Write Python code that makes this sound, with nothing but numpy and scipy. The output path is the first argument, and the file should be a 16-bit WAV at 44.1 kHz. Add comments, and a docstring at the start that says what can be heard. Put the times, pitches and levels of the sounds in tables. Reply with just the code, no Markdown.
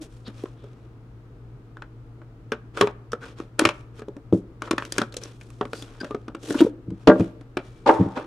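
"""Mains hum and a fan fill a small room. Close to a desk camera, hands turn a card carton over.
A folding knife slits the seal, card cracking and rasping over the hollow box, and is laid down.
Fingers pull the flaps open with snaps and squeaks; a metal tin sticks and slips out with a groan.
The tin drops on the padded table, booming and rattling; the loudest blows overload the microphone.
The carton grazes the lid, which rings faintly, and the tin is pushed round in juddering shoves."""
import sys
import numpy as np
from scipy import signal
from scipy.fft import rfft, irfft
from scipy.io import wavfile
from scipy.ndimage import uniform_filter1d

SR = 44100
rng = np.random.default_rng(int(sys.argv[2]) if len(sys.argv) > 2 else 0)


def to_wav(sig):
    """Store sig (one row per channel, or 1-D mono) as 16-bit WAV at the path in sys.argv[1].

    Samples outside -1..1 are clipped; the rate is SR.
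    """
    pcm = np.clip(np.atleast_2d(sig), -1, 1) * 32767
    pcm = np.round(pcm).astype(np.int16)
    wavfile.write(sys.argv[1], SR, pcm.T)  # frames by channels


N = 364266

# fan noise colour: f/Hz, relative level/dB
FAN_SPECTRUM = [(15, -31), (25, -14.5), (50, -10), (64, -16.5), (82, -21), (97, -21), (120, -5), (149, -19),
                (270, -21.5), (416, -23), (463, -21), (516, -30.5), (1130, -36.5), (1230, -33),
                (1790, -42.5), (16000, -69.5)]
# stereo image of the fan: f/Hz, left-right correlation
FAN_CORRELATION = [(60, 0.9), (180, 1), (550, 0.85), (1650, 0.042), (4970, 0), (15000, 0.27)]
# mains hum partials: f/Hz, level/dB
HUM_PARTIALS = [(58.5, -58), (116.5, -47), (269, -64.5), (320, -62.5)]
# decay of the room tail: f/Hz, t60/s
ROOM_DECAY = [(150, 0.44), (500, 0.58), (2000, 0.42), (6000, 0.22), (14000, 0.35)]
# dull blows through the table top: t/s, level/dB, cushioning cut-off/Hz
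TABLE_THUMPS = [(2.815, -18.5, 199), (3.653, -22, 90), (4.3264, -4, 480), (6.876, -22.5, 170),
                (6.913, -21, 187), (7.071, -4, 290), (7.199, -7.5, 242), (7.211, -35, 293),
                (7.991, -10, 240), (8.002, -7, 246), (8.056, -14.5, 260)]
# ring of the padded table: f/Hz, level/dB, t60/s
TABLE_MODES = [(80, -12.5, 0.056), (116.6, -3, 0.12), (175, -1.5, 0.13), (197, -3, 0.14), (272, -2, 0.12),
               (328, 2, 0.14), (397.8, -8, 0.24), (465, -1, 0.096), (613, -14, 0.087), (925, -23, 0.027)]
# body of the card panels: f/Hz, width/Hz, level/dB
CARD_RESONANCES = [(600, 55, 8.5), (1220, 510, 6.5), (1480, 710, 1.5), (2430, 480, -0.5), (3140, 700, -4),
                   (5190, 760, -11.5), (6850, 700, -35), (9800, 430, -45)]
# coated card slipping: centre t/s, half length/s, f/Hz, glide/(Hz/s), level/dB, jitter/share of pitch
CARD_SQUEAKS = [(0.272, .015, 3990, 25, -47.5, .12), (0.62, .06, 3300, 0, -69.5, 0.13),
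                (3.235, 0.015, 1465, 7, -40.5, 0.15), (5.787, 0.044, 4700, 3005, -52.5, 0.089),
                (6.01, 0.0059, 4830, -11.5, -39, 0.051), (6.014, 0.007, 1558, -3000, -32, 0.037),
                (6.12, 0.011, 1192, 0, -37, 0.038), (6.55, .0062, 1508, 1.5, -31.5, 0.1),
                (6.597, 0.014, 2970, 9008, -36, 0.12), (6.6, 0.016, 3400, 15998, -35, 0.14)]
# stick and slip swinging a panel: peak t/s, half length/s, f/Hz, level/dB
PANEL_GROANS = [(0.019, 0.017, 309, -37.5), (0.441, 0.0034, 356, -21.5), (2.838, 0.023, 422.7, -18.5),
                (3.624, 0.0071, 316, -15), (4.737, 0.003, 330, -18.5), (4.995, 0.0057, 303, -22.5),
                (6.443, 0.0045, 325, -34.5), (6.501, 0.019, 295, -29), (6.558, 0.0072, 295, -17),
                (6.623, 0.01, 315, -4.5), (6.65, 0.0034, 303, -13.5), (6.67, 0.0062, 460, -18)]
# card sliding and tearing, the knife scraping the mat as it is laid down, the tin sliding,
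# and a faint hiss as it rings after the tap: peak t/s, rise/s, fall/s, level/dB, brightness/(dB/octave)
RUBS = [ (0.018, .011, 0.077, -48.5, 4.5), (0.13, 0.072, 0.23, -64.5, 4.5),
        (0.275, 0.036, 0.068, -49, -2.5), (0.39, 0.1, 0.21, -55, 1), (0.64, 0.17, 0.44, -62.5, -2),
        (2.784, 0.053, 0.15, -38.5, -1.5), (3.256, .065, 0.11, -45, -1.5), (3.388, 0.038, 0.12, -50, -1.5),
        (3.609, 0.03, 0.085, -29, -5), (3.681, .038, 0.055, -33, -3), (3.742, 0.033, 0.17, -59, 2.5),
        (3.991, 0.067, .053, -54, 0), (4.338, .012, 0.1, -56, 7), (4.661, 0.066, 0.062, -44.5, -3),
        (4.849, 0.15, 0.14, -50.5, 1), (4.955, 0.032, 0.18, -45.5, 1.5), (5.225, 0.03, 0.18, -47.5, 1),
        (5.45, 0.24, 1, -64.5, 5), (5.77, 0.073, .15, -48.5, 5.5), (5.83, .06, 0.57, -54, -1.5),
        (6.061, 0.1, 0.097, -50.5, -1.5), (6.5, 0.12, 0.23, -41, 4), (6.594, 0.074, 0.12, -39, 0),
        (7.022, 0.12, .13, -60, -1), (7.224, 0.098, 0.11, -50.5, 0), (7.651, 0.088, .36, -59, 1),
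        (7.886, 0.038, 0.15, -38.5, 0), (7.999, .08, 0.31, -49, -2), (8.178, 0.038, .12, -38.5, -6)]
# snaps of card, and taps against the tin:
# t/s, crack level/dB, brightness/(dB/octave), flap f/Hz, hollow level/dB, hollow f/Hz
SNAPS_AND_TAPS = [ (0.281, -51, 1, 3190, -35.5, 210), (0.458, -45, -5.5, 1080, -56, 303),
                  (0.642, -58, -0.5, 910, -41.5, 415), (1.77, -43.5, -6, 1520, -49, 320),
                  (1.822, -39, -6, 1580, -51.5, 313), (2.2181, -52, -8, 1630, -49, 314),
                  (2.521, -26, -3.5, 1550, -23.5, 441), (2.774, -29.5, -4, 1290, -36, 430),
                  (2.8121, -16, -2, 1110, -13.5, 405), (2.822, -23.5, -6.5, 940, -24, 407),
                  (2.8731, -30, -5.5, 855, -28, 410), (3.12, -41, 1, 6150, -60, 470),
                  (3.133, -27.5, -2.5, 1310, -25.5, 475), (3.402, -40.5, -2.5, 1250, -29.5, 334),
                  (3.5939, -17, 1, 9400, -23, 320), (3.6529, -13, -2, 2380, -16.5, 329),
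                  (3.667, -43, -7, 2200, -26.5, 266), (3.6904, -23.5, -2.5, 2480, -43, 360),
                  (3.9951, -48.5, 0.5, 1320, -43.5, 426), (4.0207, -46, -3, 1580, -36.5, 422),
                  (4.084, -56, 2, 980, -30.5, 405), (4.167, -55, 0, 1330, -35.5, 287),
                  (4.327, -44.5, -2.5, 740, -16, 298), (4.621, -30, -2.5, 1160, -35.5, 327),
                  (4.6753, -38.5, -5.5, 1300, -44, 288), (4.7113, -22.5, 0.5, 1090, -19, 325),
                  (4.782, -24, -3, 1780, -32.5, 272), (4.824, -32.5, -5.5, 2470, -41.5, 413),
                  (4.852, -41.5, 3.5, 2360, -62, 250), (4.9232, -30.5, 7.5, 4800, -40, 328),
                  (4.983, -21, 1.5, 1600, -24.5, 397), (5.0168, -24, -2.5, 1490, -24.5, 225),
                  (5.1246, -48, 3, 4270, -54, 490), (5.142, -44.5, 3.5, 1200, -43, 520),
                  (5.168, -34.5, 6.5, 6600, -34, 495), (5.2367, -40.5, 11, 5600, -52, 560),
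                  (5.413, -48, 1, 2400, -59.5, 353), (5.5034, -53, 5.5, 1160, -62, 278),
                  (5.6123, -26, -8, 710, -22, 410), (5.6541, -40.5, -4, 1360, -35.5, 245),
                  (5.7332, -33, -0.5, 1510, -32, 468), (5.8242, -42, 4.5, 3500, -41, 280),
                  (6.0042, -49.5, 2.5, 1550, -53, 300), (6.014, -44, 0, 1530, -33.5, 270),
                  (6.034, -46, -9, 1370, -30, 291), (6.046, -39.5, -0.5, 1550, -39.5, 600),
                  (6.1096, -40.5, -3, 1172, -29.5, 417), (6.147, -36.5, -4, 1250, -24.5, 414),
                  (6.2824, -40, -3.5, 1180, -32.5, 316), (6.3497, -38, -1.5, 1380, -32.5, 333),
                  (6.5077, -34.5, 0, 1790, -20.5, 302), (6.5457, -37, -12, 1470, -30, 287),
                  (6.607, -29, -2, 1320, -14.5, 320), (6.904, -56, 0.5, 976, -46.5, 317),
                  (7.198, -40.5, -0.5, 1200, -18.5, 224), (7.2077, -42.5, -1.5, 2480, -28, 248),
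                  (7.412, -56, 0.5, 1410, -41.5, 302), (7.5712, -28, -3, 2440, -22, 357),
                  (8.174, -34, -6, 1420, -30.5, 262)]
# ring of the free lid: f/Hz, level/dB, t60/s
LID_MODES = [(1880, -10, 1.4), (2310, -3.5, 2.7), (2837, -6, 0.97), (3305, -4, 1.1), (4600, -3, 0.38),
             (5367, -12, 1.1)]
# the hand shoving the tin over the mat: t/s, level/dB, t60/s
TIN_SHOVES = [(7.857, -15, .48), (7.885, -6, 0.084), (7.995, -35, 0.63), (8.16, -30.5, .2)]
# tin walls damped by the hand: f/Hz, width/Hz, level/dB
HELD_TIN_RESONANCES = [(285, 54, -17), (348, 41, -11), (500, 170, 15), (607, 100, 2), (793, 46, 15),
                       (878, 23, 20.5), (1080, 43, -31), (1430, 90, -27), (1640, 60, -28), (1920, 90, -24)]
# the tin landing and its contents settling: t/s, level/dB, cushioning cut-off/Hz, rattle level/dB
TIN_IMPACTS = [(7.073, 5, 820, -17.5), (7.084, 3.5, 830, -33), (7.098, 3, 1220, -51),
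               (7.115, -2.5, 1490, -58), (7.157, -12.5, 797, -60), (7.862, -17, 1220, -32.5),
               (7.873, -17, 1210, -24.5), (7.895, -6.5, 1750, -35), (8.163, -23, 1500, -39)]
# ring of the struck tin: f/Hz, level/dB, t60/s
TIN_MODES = [(189.4, -11, 0.2), (262, -2, 0.16), (326.7, -1.5, 0.46), (394, -1.5, 0.19), (458.3, 1, 0.1),
             (545, -6.5, 0.11), (605.5, -0.5, 0.19), (687, -8.5, 0.046), (770, -21, 0.02),
             (954, -7.5, 0.04), (1045, -12.5, 0.07), (1164, -3, 0.062), (1410, -7, 0.11),
             (1600, -5.5, 0.096), (1930, -2.5, 0.02), (1980, -19, 0.054), (2270, -25, 0.087)]


def amp(db):
    """Decibels to gain."""
    return 10 ** (np.asarray(db) / 20)


def unit_rms(x):
    """Scales to rms 1."""
    return x / np.sqrt(np.mean(x ** 2) + 1e-20)


def levelled(x, db, length_s):
    """Scales a sound so that its energy, spread over length_s, has the given level."""
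    return amp(db) * x / np.sqrt(np.sum(np.atleast_2d(x).mean(0) ** 2) / (length_s * SR) + 1e-20)


def curve_at(points, hz):
    """Reads a curve on a log-frequency axis."""
    f, value = np.transpose(points)
    return np.interp(np.log(hz + 1), np.log(f + 1), value)


def add(mix, s, sound):
    """Lays a sound into both channels at time s."""
    part = mix[:, max(round(s * SR), 0):][:, :sound.shape[-1]]
    part += sound[..., :part.shape[1]]


def seconds(length):
    """A time axis."""
    return np.arange(int(length * SR)) / SR


def fade(t, t60):
    """Exponential decay, 60 dB down at t60."""
    return np.exp(-np.log(1000) * t / t60)


def lowpass(x, hz, order=2):
    """Butterworth low-pass."""
    return signal.sosfilt(signal.butter(order, hz, fs=SR, output="sos"), x)


def highpass(x, hz):
    """Butterworth high-pass."""
    return signal.sosfilt(signal.butter(2, hz, "high", fs=SR, output="sos"), x)


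def band(x, low_hz, top_hz, order=4):
    """Trims both ends; order sets the steepness of the high cut."""
    return highpass(lowpass(x, top_hz, order), low_hz)


def tilted(x, slope_db, from_hz=800, to_hz=8000):
    """A harder contact is brighter: tilts the treble by slope_db per octave."""
    size = x.shape[-1]
    octaves = np.log2(np.clip(np.fft.rfftfreq(2 * size, 1 / SR), from_hz, to_hz) / from_hz)
    return irfft(rfft(x, 2 * size) * amp(slope_db * octaves))[..., :size]


def resonate(x, modes):
    """Parallel resonances: f/Hz, width/Hz, level/dB."""
    return sum(amp(db) * signal.lfilter(*signal.iirpeak(hz, hz / width, SR), x)
               for hz, width, db in modes)


def stereo_noise(size, spread):
    """White noise at two microphone ports; spread widens the image."""
    mid, side = rng.standard_normal((2, size))
    return np.array([mid + spread * side, mid - spread * side])


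def wobble(size, hz):
    """Random modulation of rms 1, rolled off above hz."""
    return unit_rms(lowpass(rng.standard_normal(size), hz))


def strike(modes, db, soft_hz, low_hz):
    """A cushioned blow rings the modes; neighbouring modes start in opposite directions."""
    t = seconds(1)
    ring = sum((-1) ** k * amp(mode_db) * np.sin(2 * np.pi * hz * t) * fade(t, t60)
               for k, (hz, mode_db, t60) in enumerate(modes))
    ring = band(ring, low_hz, soft_hz, order=2)
    return amp(db) * ring / abs(ring).max()


def fan(level_db=-48):
    """A steady bed of fan noise, centred in the bass and wide in the treble."""
    hz = np.fft.rfftfreq(N, 1 / SR)
    left, unrelated = rfft(rng.standard_normal((2, N)))
    correlation = curve_at(FAN_CORRELATION, hz)
    right = correlation * left + np.sqrt(1 - correlation ** 2) * unrelated
    spectrum = np.array([left, right]) * amp(curve_at(FAN_SPECTRUM, hz))
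    return amp(level_db) * unit_rms(irfft(spectrum, N))


def mains_hum(waver_hz=1.6):
    """Low partials, each wavering slightly in pitch."""
    out = np.zeros(N)
    for hz, db in HUM_PARTIALS:
        pitch = hz + waver_hz * wobble(N, 6)
        out += amp(db) * np.sqrt(2) * np.sin(2 * np.pi * np.cumsum(pitch) / SR)
    return out


def room(x, early_db=-15, tail_db=-20, wide_hz=900, scatter_db=-8, scatter_hz=2600):
    """Near reflections off desk and screens, then a faint tail whose bass is alike at both ports."""
    t = seconds(0.6)
    mid, side = rng.standard_normal((2, len(t)))
    side = highpass(side, wide_hz)
    wash = np.array([mid + side, mid - side]) * np.minimum(t / 0.015, 1)
    hz, frame_s, spectra = signal.stft(wash, SR, nperseg=256)
    spectra *= fade(frame_s, curve_at(ROOM_DECAY, hz)[:, None])
    tail = signal.istft(spectra, SR, nperseg=256)[1][:, :len(t)]
    early = np.zeros(len(t))
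    early[(SR * rng.uniform(0.003, 0.022, size=8)).astype(int)] = rng.choice([-1, 1], 8) / np.sqrt(8)
    echo = lowpass(amp(early_db) * early + amp(tail_db) * tail / np.linalg.norm(tail[0]), 4800, order=1)
    # the camera housing and the hands scatter the treble differently into each port
    scatter = highpass(rng.standard_normal(len(t)) * fade(t, 0.017) * np.minimum(t / 0.001, 1), scatter_hz)
    echo += amp(scatter_db) * np.array([[1], [-1]]) * scatter / np.linalg.norm(scatter)
    return signal.fftconvolve(x, echo, axes=1)[:, :N]


def table_thumps():
    """The knife, the carton and the tin bump the padded table and ring its low modes."""
    out = np.zeros((2, N))
    for s, db, soft_hz in TABLE_THUMPS:
        add(out, s, strike(TABLE_MODES, db, soft_hz, low_hz=66.6))
    return out


def card_squeaks(jitter_hz=900):
    """Fast, uneven slips of coated card give a rough, gliding whistle."""
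    out = np.zeros((2, N))
    for s, half, hz, glide, db, jitter in CARD_SQUEAKS:
        t = seconds(4 * half) - 2 * half
        pitch = (hz + glide * t) * (1 + jitter * wobble(len(t), jitter_hz))
        whistle = np.sqrt(2) * np.sin(2 * np.pi * np.cumsum(pitch) / SR)
        add(out, s - 2 * half, amp(db) * np.exp(-(t / half) ** 2) * whistle)
    return out


def panel_groans(second_db=-24, third_db=-29, sag=0.051):
    """Stick and slip swings a panel: an almost pure tone swells and dies as its pitch sags."""
    out = np.zeros((2, N))
    for s, half, hz, db in PANEL_GROANS:
        t = seconds(4 * half) - half
        crest_s = half * np.where(t < 0, 0.65, 0.39)
        swing = np.exp(-(t / crest_s) ** 2) + 0.69 * np.exp(-(t / half) ** 2)
        phase = 2 * np.pi * hz * (t - sag * t ** 2 / (2 * half))
        tone = np.sin(phase) + amp(second_db) * np.sin(2 * phase) + amp(third_db) * np.sin(3 * phase)
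        add(out, s - half, amp(db) * swing * tone)
    return out


def rubs(grains_per_s=600, grain_db=4.5, hiss=0.96, grip_db=2, grip_hz=50):
    """Surfaces catch and let go: swells of hiss and fine grains, coloured like card and a hollow box."""
    out = np.zeros((2, N))
    for peak_s, rise, fall, db, bright_db in RUBS:
        length = rise + fall
        t = seconds(length)
        catches = rng.random(len(t)) < grains_per_s / SR
        strength = amp(grain_db * np.minimum(rng.exponential(1, len(t)), 4))
        bursts = signal.lfilter([1], [1, -0.85], catches * strength)  # a tiny tail on each catch
        grains = stereo_noise(len(t), 0.5) * (hiss + bursts)
        grains *= amp(grip_db * wobble(len(t), grip_hz))  # the grip tightens and eases
        scrape = tilted(band(resonate(grains, CARD_RESONANCES), 600, 11000), bright_db)
        hollow = lowpass(resonate(grains.mean(0), [(331.7, 110, 0.42), (450, 40, 0.076)]), 650)
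        stroke = np.interp(t, [0, rise, length], [0, 1, 0]) ** 1.49
        rasp = levelled(scrape, db - 1, length) + levelled(hollow, db + 2, length)
        add(out, peak_s - rise, stroke * rasp)
    return out


def snaps_and_taps(attack_s=0.0017, crack_s=0.019, flutter_s=0.11, hollow_s=0.085, punch_s=0.0087,
                   crunch_db=4, flutter_db=-16, tone_db=-17, trim_db=1, energy_s=0.0098):
    """Card snaps or the tin is tapped: a cluster of tiny cracks, fluttering panels, a hollow ring."""
    out, t = np.zeros((2, N)), seconds(0.07)
    for s, crack_db, bright_db, flap_hz, hollow_db, hollow_hz in SNAPS_AND_TAPS:
        crunch = unit_rms(amp(crunch_db * wobble(len(t), 360)))
        crack = stereo_noise(len(t), 0.25) * fade(t, crack_s) * np.minimum(t / attack_s, 1) * crunch
        crack[:, int(attack_s * SR)] += 0.5  # a click tops the attack
        flutter = lowpass(stereo_noise(len(t), 0.25), 2400, order=1)
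        flutter *= amp(flutter_db) * fade(t, flutter_s) * crunch
        panels = tilted(band(resonate(crack + flutter, CARD_RESONANCES), 560, 10800), bright_db)
        bite = panels + resonate(panels, [(flap_hz, 0.15 * flap_hz, 4)])
        tone = amp(tone_db) * np.sin(2 * np.pi * hollow_hz * t)
        tone *= fade(t, hollow_s) + 2 * fade(t, punch_s)
        air = resonate(flutter.mean(0) + 0.16 * crack.mean(0), [(302, 180, 11), (534, 38, 0.55)])
        hollow = band(tone + air, 190, 760)
        snap = levelled(bite, crack_db, energy_s) + levelled(hollow, hollow_db, energy_s)
        add(out, s - attack_s, amp(trim_db) * snap)
    return out


def lid_ring(graze_s=7.571, level_db=-66):
    """The passing carton grazes the tin; free of the hand, the lid sings faintly in its high modes."""
    out, t = np.zeros((2, N)), seconds(1)
    for hz, db, t60 in LID_MODES:
        add(out, graze_s, amp(level_db + db) * np.sin(2 * np.pi * hz * t) * fade(t, t60))
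    return out


def tin_drag(attack_s=0.0084):
    """At each shove the rim judders over the mat and drives the hand-damped walls, fading as it slows."""
    out, t = np.zeros((2, N)), seconds(0.36)
    for s, db, t60 in TIN_SHOVES:
        walls = band(resonate(stereo_noise(len(t), 0.42), HELD_TIN_RESONANCES), 193, 1450, order=3)
        walls /= np.sqrt(uniform_filter1d((walls ** 2).mean(0), size=900) + 1e-12)  # ride the level flat
        shove = np.minimum(t / attack_s, 1) ** 2 * fade(np.maximum(t - attack_s, 0), t60)
        add(out, s, amp(db) * shove * walls)
    return out


def tin_impacts(rattle_s=0.081, shimmer_db=-31, shimmer_s=0.75, clunk_db=-17, clunk_s=0.093):
    """Walls boom, contents clunk, the lid rattles and the sheet metal's dense high modes shimmer on."""
    out, t = np.zeros((2, N)), seconds(1)
    for s, db, soft_hz, rattle_db in TIN_IMPACTS:
        lid = resonate(stereo_noise(len(t), 0.72), [(2600, 1500, 0), (1100, 900, 2)])
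        rattle = unit_rms(lowpass(lid, 4600)) * fade(t, rattle_s)
        sheet = resonate(stereo_noise(len(t), 1), [(2300, 1200, 0)])
        shimmer = amp(shimmer_db) * unit_rms(sheet) * fade(t, shimmer_s)
        contents = resonate(stereo_noise(len(t), 0.43), [(650, 220, 0), (400, 140, 0)])
        clunk = amp(db + clunk_db) * unit_rms(lowpass(contents, 860, order=4)) * fade(t, clunk_s)
        boom = strike(TIN_MODES, db, soft_hz, low_hz=154)
        add(out, s, boom + clunk + amp(rattle_db) * (rattle + shimmer))
    return out


def scene():
    """Close-up carton and tin over a bed of fan and hum, all panned a touch to the left."""
    handling = (snaps_and_taps() + rubs() + card_squeaks() + panel_groans()) * amp([[0.6], [-0.6]])
    desk = (table_thumps() + tin_impacts() + tin_drag() + lid_ring()) * amp([[0.4], [-0.4]])
    reflections = room(handling + desk)
    bed = (fan() + mains_hum()) * amp([[0.7], [-0.7]])
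    return handling + desk + reflections + bed


def record(dry, top_hz=16000):
    """The microphone soft-clips the peaks at full scale; a steep high cut follows."""
    clipped = dry / (1 + dry ** 8) ** (1 / 8)
    high_cut = signal.firwin(511, top_hz, window=("kaiser", 9), fs=SR)
    return signal.oaconvolve(clipped, high_cut[None], "same")


dry = scene()
out = record(dry)
to_wav(out)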